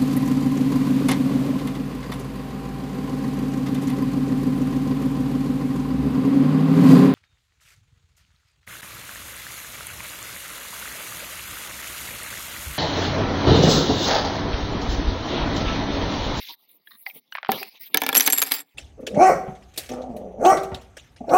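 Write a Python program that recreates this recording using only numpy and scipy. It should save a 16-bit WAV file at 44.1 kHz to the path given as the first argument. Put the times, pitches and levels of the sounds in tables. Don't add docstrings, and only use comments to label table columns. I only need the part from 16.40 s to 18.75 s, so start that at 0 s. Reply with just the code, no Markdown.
import sys
import numpy as np
from scipy import signal
from scipy.fft import rfft, irfft
from scipy.io import wavfile
from scipy.ndimage import uniform_filter1d

SR = 44100
rng = np.random.default_rng(int(sys.argv[2]) if len(sys.argv) > 2 else 0)


def wav_out(sig):
    wavfile.write(sys.argv[1], SR, np.round(np.clip(np.atleast_2d(sig).T, -1, 1) * 32767).astype(np.int16))


def undo_db(level):
    steps = np.asarray(level, float) / 20
    return 10 ** steps


N = 103458
HIT_N = 6600
RIM_HZ, RIM_T60 = 11406, 0.023
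LOW_T60 = 0.044
ROUGH, RING_ROUGH = 0.62, 0.45


# t/s, crack level/dB, tray level/dB and rim level/dB (both against the crack)
CLEAR_HITS = [(1.5435, 0, -8.5, -12.5), (1.5714, 4, -28.5, -33), (1.6173, -6, -8.5, -27),
              (1.6347, -12.5, -8.5, -34.5), (1.6638, -4.5, -16, -42.5), (1.683, -22, -3, -14.5),
              (1.6892, -3.5, -9, -18), (1.7276, -12, -4, -13.5), (1.7459, -9, -23, -13.5),
              (1.7506, 5, -34, -16.5), (1.7595, -3.5, -8, -6), (1.7679, 2.5, -34.5, -10.5), (1.7763, -3, -30, 0),
              (1.7977, -1, -17, -15.5), (1.8069, 3, -46.5, -19.5), (1.8204, -15, -37, -7),
              (1.831, -14.5, -39.5, -14.5), (1.8391, -18.5, -40, -10.5), (1.8486, -15.5, -15, -22),
              (1.1171, -4, -16, -51), (1.862, -7, -25.5, -11.5), (1.8714, -4.5, -22.5, -14.5),
           (1.8748, 7.5, -15.5, -22.5), (1.9004, -6, -40, -9), (1.9235, -7, -23, -6.5),
           (1.9309, -2, -20.5, -6.5), (1.9371, -18.5, -32, 8.5), (1.9482, -22, -39, 3),
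           (1.961, -25, -22, -6.5), (1.976, -10.5, -44, -10.5), (1.9823, -7, -19, -3),
           (1.992, -15.5, -16, -18), (2.002, -20.5, -51, -3), (2.0177, 2, -26, -14),
           (2.0245, -0.5, -22, -17.5), (2.0349, -24, -34, 3), (2.1122, -17.5, -7.5, -11),
           (2.119, -2, -23, -10.5), (2.138, -11.5, -40, -23), (2.1912, -19, -29, -9.5)]


def poured_discs():
    return played(CLEAR_HITS, contact)


# f/Hz, level/dB
CRACK = [(300, -11.5), (2500, 1.5), (5400, -2), (7300, -9), (11300, -1.5), (15900, 3.5)]
# f/Hz, level/dB
UPPER = [(8480, -26)]


def contact(crack_db, tray_db, rim_db):
    pitch_1, pitch_2, faint = rng.standard_normal(3)
    crack = burst(CRACK, dying(0.0092))
    tail = burst(CRACK, dying(0.037, 0.0019))
    crack = crack + undo_db(-6) * dull(dull(tail, 5560), 5560)
    rim = mode(RIM_HZ * (1 + .003 * pitch_1), RIM_T60, rough=RING_ROUGH)
    rim = rim + .4 * mode(RIM_HZ * (1 + .006 * pitch_2), RIM_T60)
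    for hz, db in UPPER:
        rim = rim + undo_db(db + 4 * faint) * mode(hz, LOW_T60)
    return undo_db(crack_db) * (undo_db(-7) * crack + undo_db(tray_db + 3.5) * tray() + undo_db(rim_db + 3) * rim)


# f/Hz, level/dB, T60/s
TRAY = [(280.8, -15, 0.16), (442.4, -12.5, 0.077), (776.3, -16, 0.14), (911, -9.5, 0.046),
        (1379, -10.5, 0.048), (1750, -11, 0.073), (2294, -5, 0.031), (3556, -2.5, 0.018)]


def tray():
    spot = rng.standard_normal((len(TRAY), 2)) * [1.5, .03]
    total = np.zeros(HIT_N)
    for (hz, db, t60), (louder_db, sharper) in zip(TRAY, spot):
        total += undo_db(db + louder_db) * mode(hz * (1 + sharper), t60)
    return total / abs(total).max()


# t/s, level/dB, f/Hz
RINGS = [(1.5732, -14.5, 6200), (1.6355, -22.5, 6280), (1.7565, -8.5, 7360), (1.7711, -6.5, 5970),
         (1.7758, -3, 7540), (1.8061, -5.5, 5945), (1.8208, -19, 6970), (1.865, -9.5, 6140),
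         (1.9011, -17.5, 7460), (1.923, -8, 7480), (1.9361, -5, 7420), (1.9614, -18.5, 7500),
         (1.9806, -14.5, 7230), (1.9906, -10, 7500), (2.024, -12.5, 6610), (1.7284, -28.5, 7500),
         (1.906, -19.5, 6100), (1.976, -17.5, 7500), (2.0159, -10.5, 7400), (2.181, -30.5, 7500),
         (2.192, -31, 7500), (2.203, -34, 7500), (1.7764, -7.5, 8480), (1.923, -9.5, 8480),
         (1.856, -12.5, 7500), (2.12, -21, 4900), (2.138, -20.5, 4900)]


def free_rings():
    return played(RINGS, lambda db, hz: undo_db(db - 5) * mode(hz, LOW_T60, rough=RING_ROUGH))


# t/s, level/dB
CHATTER = [
    (1.55, -62.5),
    (1.729, -47),
    (1.76, -26),
    (2.03, -34),
    (2.11, -32),
    (2.13, -25),
    (2.214, -38),
    (2.239, -73),
]


def chatter():
    out = np.zeros(N)
    level = undo_db(np.interp(np.arange(N) / SR, *np.transpose(CHATTER), left=-200))
    contacts_per_s = 360
    for low_hz in (8310, 7500, 7400, 4900):
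        strength = undo_db(2.7 * np.minimum(rng.exponential(1, N), 2.6))
        happens = rng.random(N) < contacts_per_s / 4 / SR
        hit = contact(0, -13.5, -13) + undo_db(-12) * mode(low_hz, LOW_T60)
        out += signal.oaconvolve(strength * happens * level, hit)[:N]
    return out


# t/s, crack level/dB
TICKS = [(.952, -36), (.9635, -50), (1.553, -24), (1.561, -27), (1.6027, -30), (1.6084, -29), (1.628, -30),
         (1.6445, -33), (1.674, -34), (1.700, -29), (1.718, -31), (1.764, -14), (1.7846, -11), (1.800, -17),
         (1.803, -19), (1.8125, -19), (1.856, -22), (1.867, -13), (1.891, -25), (1.906, -22), (1.913, -25),
         (1.956, -27), (1.996, -23), (2.009, -24), (2.0135, -26), (2.029, -18), (2.045, -27), (2.0685, -20),
         (2.0815, -27), (2.087, -25), (2.1015, -28), (2.129, -20), (2.1425, -17), (2.149, -19),
         (2.154, -22), (2.161, -24), (1.2295, -21)]


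def brushing_ticks():
    return played(TICKS, tick)


def tick(crack_db):
    hz = RIM_HZ * (1 + .006 * rng.standard_normal())
    puff = coloured(rng.standard_normal(HIT_N) * dying(.016, .0006), CRACK)
    return undo_db(crack_db) * (undo_db(-5) * puff + undo_db(-10) * mode(hz, RIM_T60))


# t/s, level/dB, f/Hz, ring level/dB against the tap
TAPS = [(0.472, -40, 1715, 7), (0.664, -18, 2056, 3.5), (0.699, -43.5, 2480, 12), (0.923, -21, 2920, -4.5),
        (0.951, -10.5, 1780, -17.5), (0.946, -32, 2020, -4), (0.957, -20.5, 2440, -23),
        (0.9796, -25.5, 1470, -14.5), (0.971, -20, 1600, -11), (0.984, -17, 2200, -14),
        (1.029, -15.5, 1450, -10.5), (1.047, -14.5, 3050, -17), (1.06, -21, 1770, -23),
        (1.0682, -26, 1500, -12), (1.073, -33.5, 1360, -13.5), (1.08, -42, 1500, -11.5),
        (1.142, -20, 2990, -5), (1.18, -23, 2350, -11), (1.228, -18, 2545, -6)]


def held_taps():
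    return played(TAPS, tap)


# f/Hz, level/dB
TAP = [(560, -5.5), (1800, 5), (3200, -0.5), (5500, -19), (7000, -46)]


def tap(level_db, hz, ring_db):
    knock = burst(TAP, dying(0.0076) + undo_db(-22) * dying(0.12))
    ring = mode(hz, 0.023, 0.0014)
    bright = burst(RUSTLE, dying(0.018))
    return undo_db(level_db) * (undo_db(-10) * knock + undo_db(ring_db) * ring + undo_db(-35) * bright)


# t/s, level/dB, f/Hz
PINGS = [(.471, -36.5, 3310), (.471, -39, 3880), (0.662, -26.5, 2550), (0.663, -40, 3770),
         (.664, -32, 4570), (0.6974, -40.5, 3200), (.708, -37, 2320), (0.679, -47, 2020),
         (0.952, -25, 1020), (.982, -30, 1145), (1.028, -23, 645), (1.545, -32, 9900), (1.559, -33, 4890),
         (.923, -31, 1570), (0.922, -41, 4240), (0.922, -42.5, 5850), (1.69, -19, 3670),
         (2.117, -15.5, 4000)]


def tap_pings():
    return played(PINGS, lambda db, hz: undo_db(db) * mode(hz, 0.022))


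# f/Hz, level/dB
ROCKER = [(1170, -9), (1700, -12), (1890, -4.5), (3740, -3.5), (4100, -7)]
# t/s, level/dB
ROCKS = [
    (0.508, -41),
    (0.5161, -40.5),
    (0.533, -51),
    (.540, -52),
    (0.546, -56),
    (0.551, -48),
    (0.557, -51),
    (0.566, -58),
]


def rocking_disc():
    return played(ROCKS, lambda knock_db: sum(undo_db(knock_db + db) * mode(hz, 0.039) for hz, db in ROCKER))


# f/Hz, level/dB, T60/s
THUD = [(231, -2, 0.075), (422, 2, 0.05), (776, 4.5, 0.097), (840, 14, 0.01), (1340, -3, 0.024),
        (1970, -2.5, 0.0083)]


def tray_thud():
    hum = sum(undo_db(db) * mode(hz, t60, rough=0) for hz, db, t60 in THUD)
    knock = burst(TAP, dying(.04))
    out = np.zeros(N)
    add(out, 1.0908, dull(undo_db(-16.5) * hum + undo_db(-23) * knock, 4500))
    return out


# t/s, level/dB, f/Hz
BUMPS = [
    (.088, -36, 947),
    (.665, -37, 774),
    (0.766, -46.5, 250),
    (1.207, -29.5, 401),
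    (1.21, -29, 769),
    (1.76, -14, 263),
]


def soft_bumps():
    return played(BUMPS, lambda db, hz: undo_db(db) * mode(hz, 0.11, rise_s=0.014))


# f/Hz, level/dB
SCRAPE = [(1500, -17), (2150, 0), (2900, -2.5), (3750, -0.5), (4400, -4), (5000, -6), (6000, -14.5),
          (7500, -33)]
# f/Hz, level/dB
RUSTLE = [(7500, -27.5), (10000, -13), (12500, -2), (15900, 2.5)]
# f/Hz, level/dB
RUMBLE = [(30, -19), (120, -9), (230, -1.5), (550, -8), (850, -8.5), (1200, -11.5)]
# start t/s, end t/s, scrape level/dB, rustle level/dB, rumble level/dB
STROKES = [(-.05, 0.144, -42.5, -43.5, -65), (0.187, 0.255, -70, -61.5, -72), (0.288, 0.373, -69, -54, -78),
           (0.458, 0.57, -66, -54, -81), (0.57, 0.641, -74.5, -49.5, -90), (0.662, 0.724, -54, -45, -66.5),
           (0.739, 0.791, -55, -42, -60.5), (0.922, 0.97, -66, -49.5, -81), (1.095, 1.222, -40.5, -35, -35),
           (1.19, 1.289, -45, -47.5, -46.5), (1.27, 1.384, -54, -61, -69),
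           (1.404, 1.483, -47.5, -42.5, -59.5), (1.49, 1.542, -64.5, -57, -63),
           (1.541, 1.77, -42, -52, -52), (1.7, 2.2, -52.5, -52.5, -59.5), (2.114, 2.16, -31.5, -28.5, -63)]
FLOOR_DB = (-73.5, -74, -75.5)


def friction(layer, points):
    grains = undo_db(1.5 * evened(uniform_filter1d(rng.standard_normal(N), 90)))
    bands = signal.stft(rng.standard_normal(N) * grains, nperseg=256)[2]
    patches = uniform_filter1d(rng.standard_normal(bands.shape), 7, 0)
    patches = evened(uniform_filter1d(patches, 16, 1))
    noise = signal.istft(bands * undo_db(5 * patches), nperseg=256)[1][:N]
    t = np.arange(N) / SR
    power = undo_db(FLOOR_DB[layer]) ** 2
    for start, end, *db in STROKES:
        inside = np.minimum(t - start, end - t)
        shape = np.clip(inside / 0.024 + .5, 0, 1)
        power = power + (undo_db(db[layer]) * shape) ** 2
    return evened(coloured(noise, points)) * np.sqrt(power)


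def room(x):
    t = np.arange(SR // 4) / SR
    tail = rng.standard_normal(len(t)) * undo_db(-60 * t / 0.2) * (t > .004)
    echo = signal.oaconvolve(x, tail / np.linalg.norm(tail))[:N]
    return dull(dull(echo, 3500), 3500)


def played(rows, sound):
    mix = np.zeros(N)
    for s, *row in rows:
        add(mix, s, sound(*row))
    return mix


def add(mix, s, sound):
    part = mix[round((s + .24 / 343) * SR):][:len(sound)]
    part += sound[:len(part)]


def mode(hz, t60, rise_s=0.00054, rough=ROUGH):
    wobble = uniform_filter1d(uniform_filter1d(rng.standard_normal(HIT_N), 90), 90)
    flutter = 1 + rough * evened(wobble)
    return dying(t60, rise_s) * flutter * np.sin(2 * np.pi * hz * np.arange(HIT_N) / SR)


def burst(points, envelope):
    touch = rng.standard_normal(len(envelope))
    touch[8] = 5
    return coloured(touch * envelope, points)


def dying(t60, rise_s=.0002):
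    t = np.arange(HIT_N) / SR
    return np.minimum(t / rise_s, 1) * undo_db(-60 * t / t60)


def coloured(x, points):
    f, db = np.transpose(points)
    hz = np.fft.rfftfreq(2048, 1 / SR) + 1
    octaves_outside = np.maximum(np.log2(f[0] / hz), 0) + np.maximum(np.log2(hz / f[-1]), 0)
    curve_db = np.interp(np.log(hz), np.log(f), db) - 50 * octaves_outside
    cepstrum = irfft(np.log(undo_db(np.maximum(curve_db, -90))))
    cepstrum[1:1024] *= 2
    taps = irfft(np.exp(rfft(cepstrum[:1025], 2048)))
    return signal.oaconvolve(x, taps / np.linalg.norm(taps))[:len(x)]


def dull(x, hz):
    return signal.lfilter(*signal.butter(2, hz, fs=SR), x)


def low_cut(x, order, hz):
    return signal.sosfilt(signal.butter(order, hz, "high", fs=SR, output="sos"), x)


def evened(x):
    return x / np.sqrt(np.mean(x ** 2) + 1e-20)


def gated(x):
    body = signal.sosfiltfilt(signal.butter(4, 7000, fs=SR, output="sos"), x)
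    treble = x - body
    weak = uniform_filter1d(treble ** 2, 130) < undo_db(2 * -17) * uniform_filter1d(body ** 2, 130)
    return body + treble * undo_db(-14 * uniform_filter1d(weak * 1., 60))


def scene():
    rubs = friction(0, SCRAPE) + friction(1, RUSTLE) + friction(2, RUMBLE)
    hits = chatter() + poured_discs() + free_rings() + soft_bumps()
    hits += low_cut(held_taps() + tap_pings(), 5, 594)
    hits += rocking_disc() + brushing_ticks()
    hits = low_cut(hits, 2, 200)
    hits += tray_thud()
    return (hits + undo_db(-24) * room(hits) + rubs)[None]


def top_cut(x):
    return signal.sosfilt(signal.butter(12, 16970, fs=SR, output="sos"), x)


def record(dry):
    band = low_cut(gated(dry), 2, 150)
    band = signal.sosfilt(signal.ellip(6, .2, 25, 15900, fs=SR, output="sos"), band)
    limit = .72
    limited = np.tanh(band / limit) * limit
    mix = signal.sosfilt(signal.ellip(10, .2, 95, 16800, fs=SR, output="sos"), limited)
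    return top_cut(mix)


dry = scene()
out = record(dry)
wav_out(out)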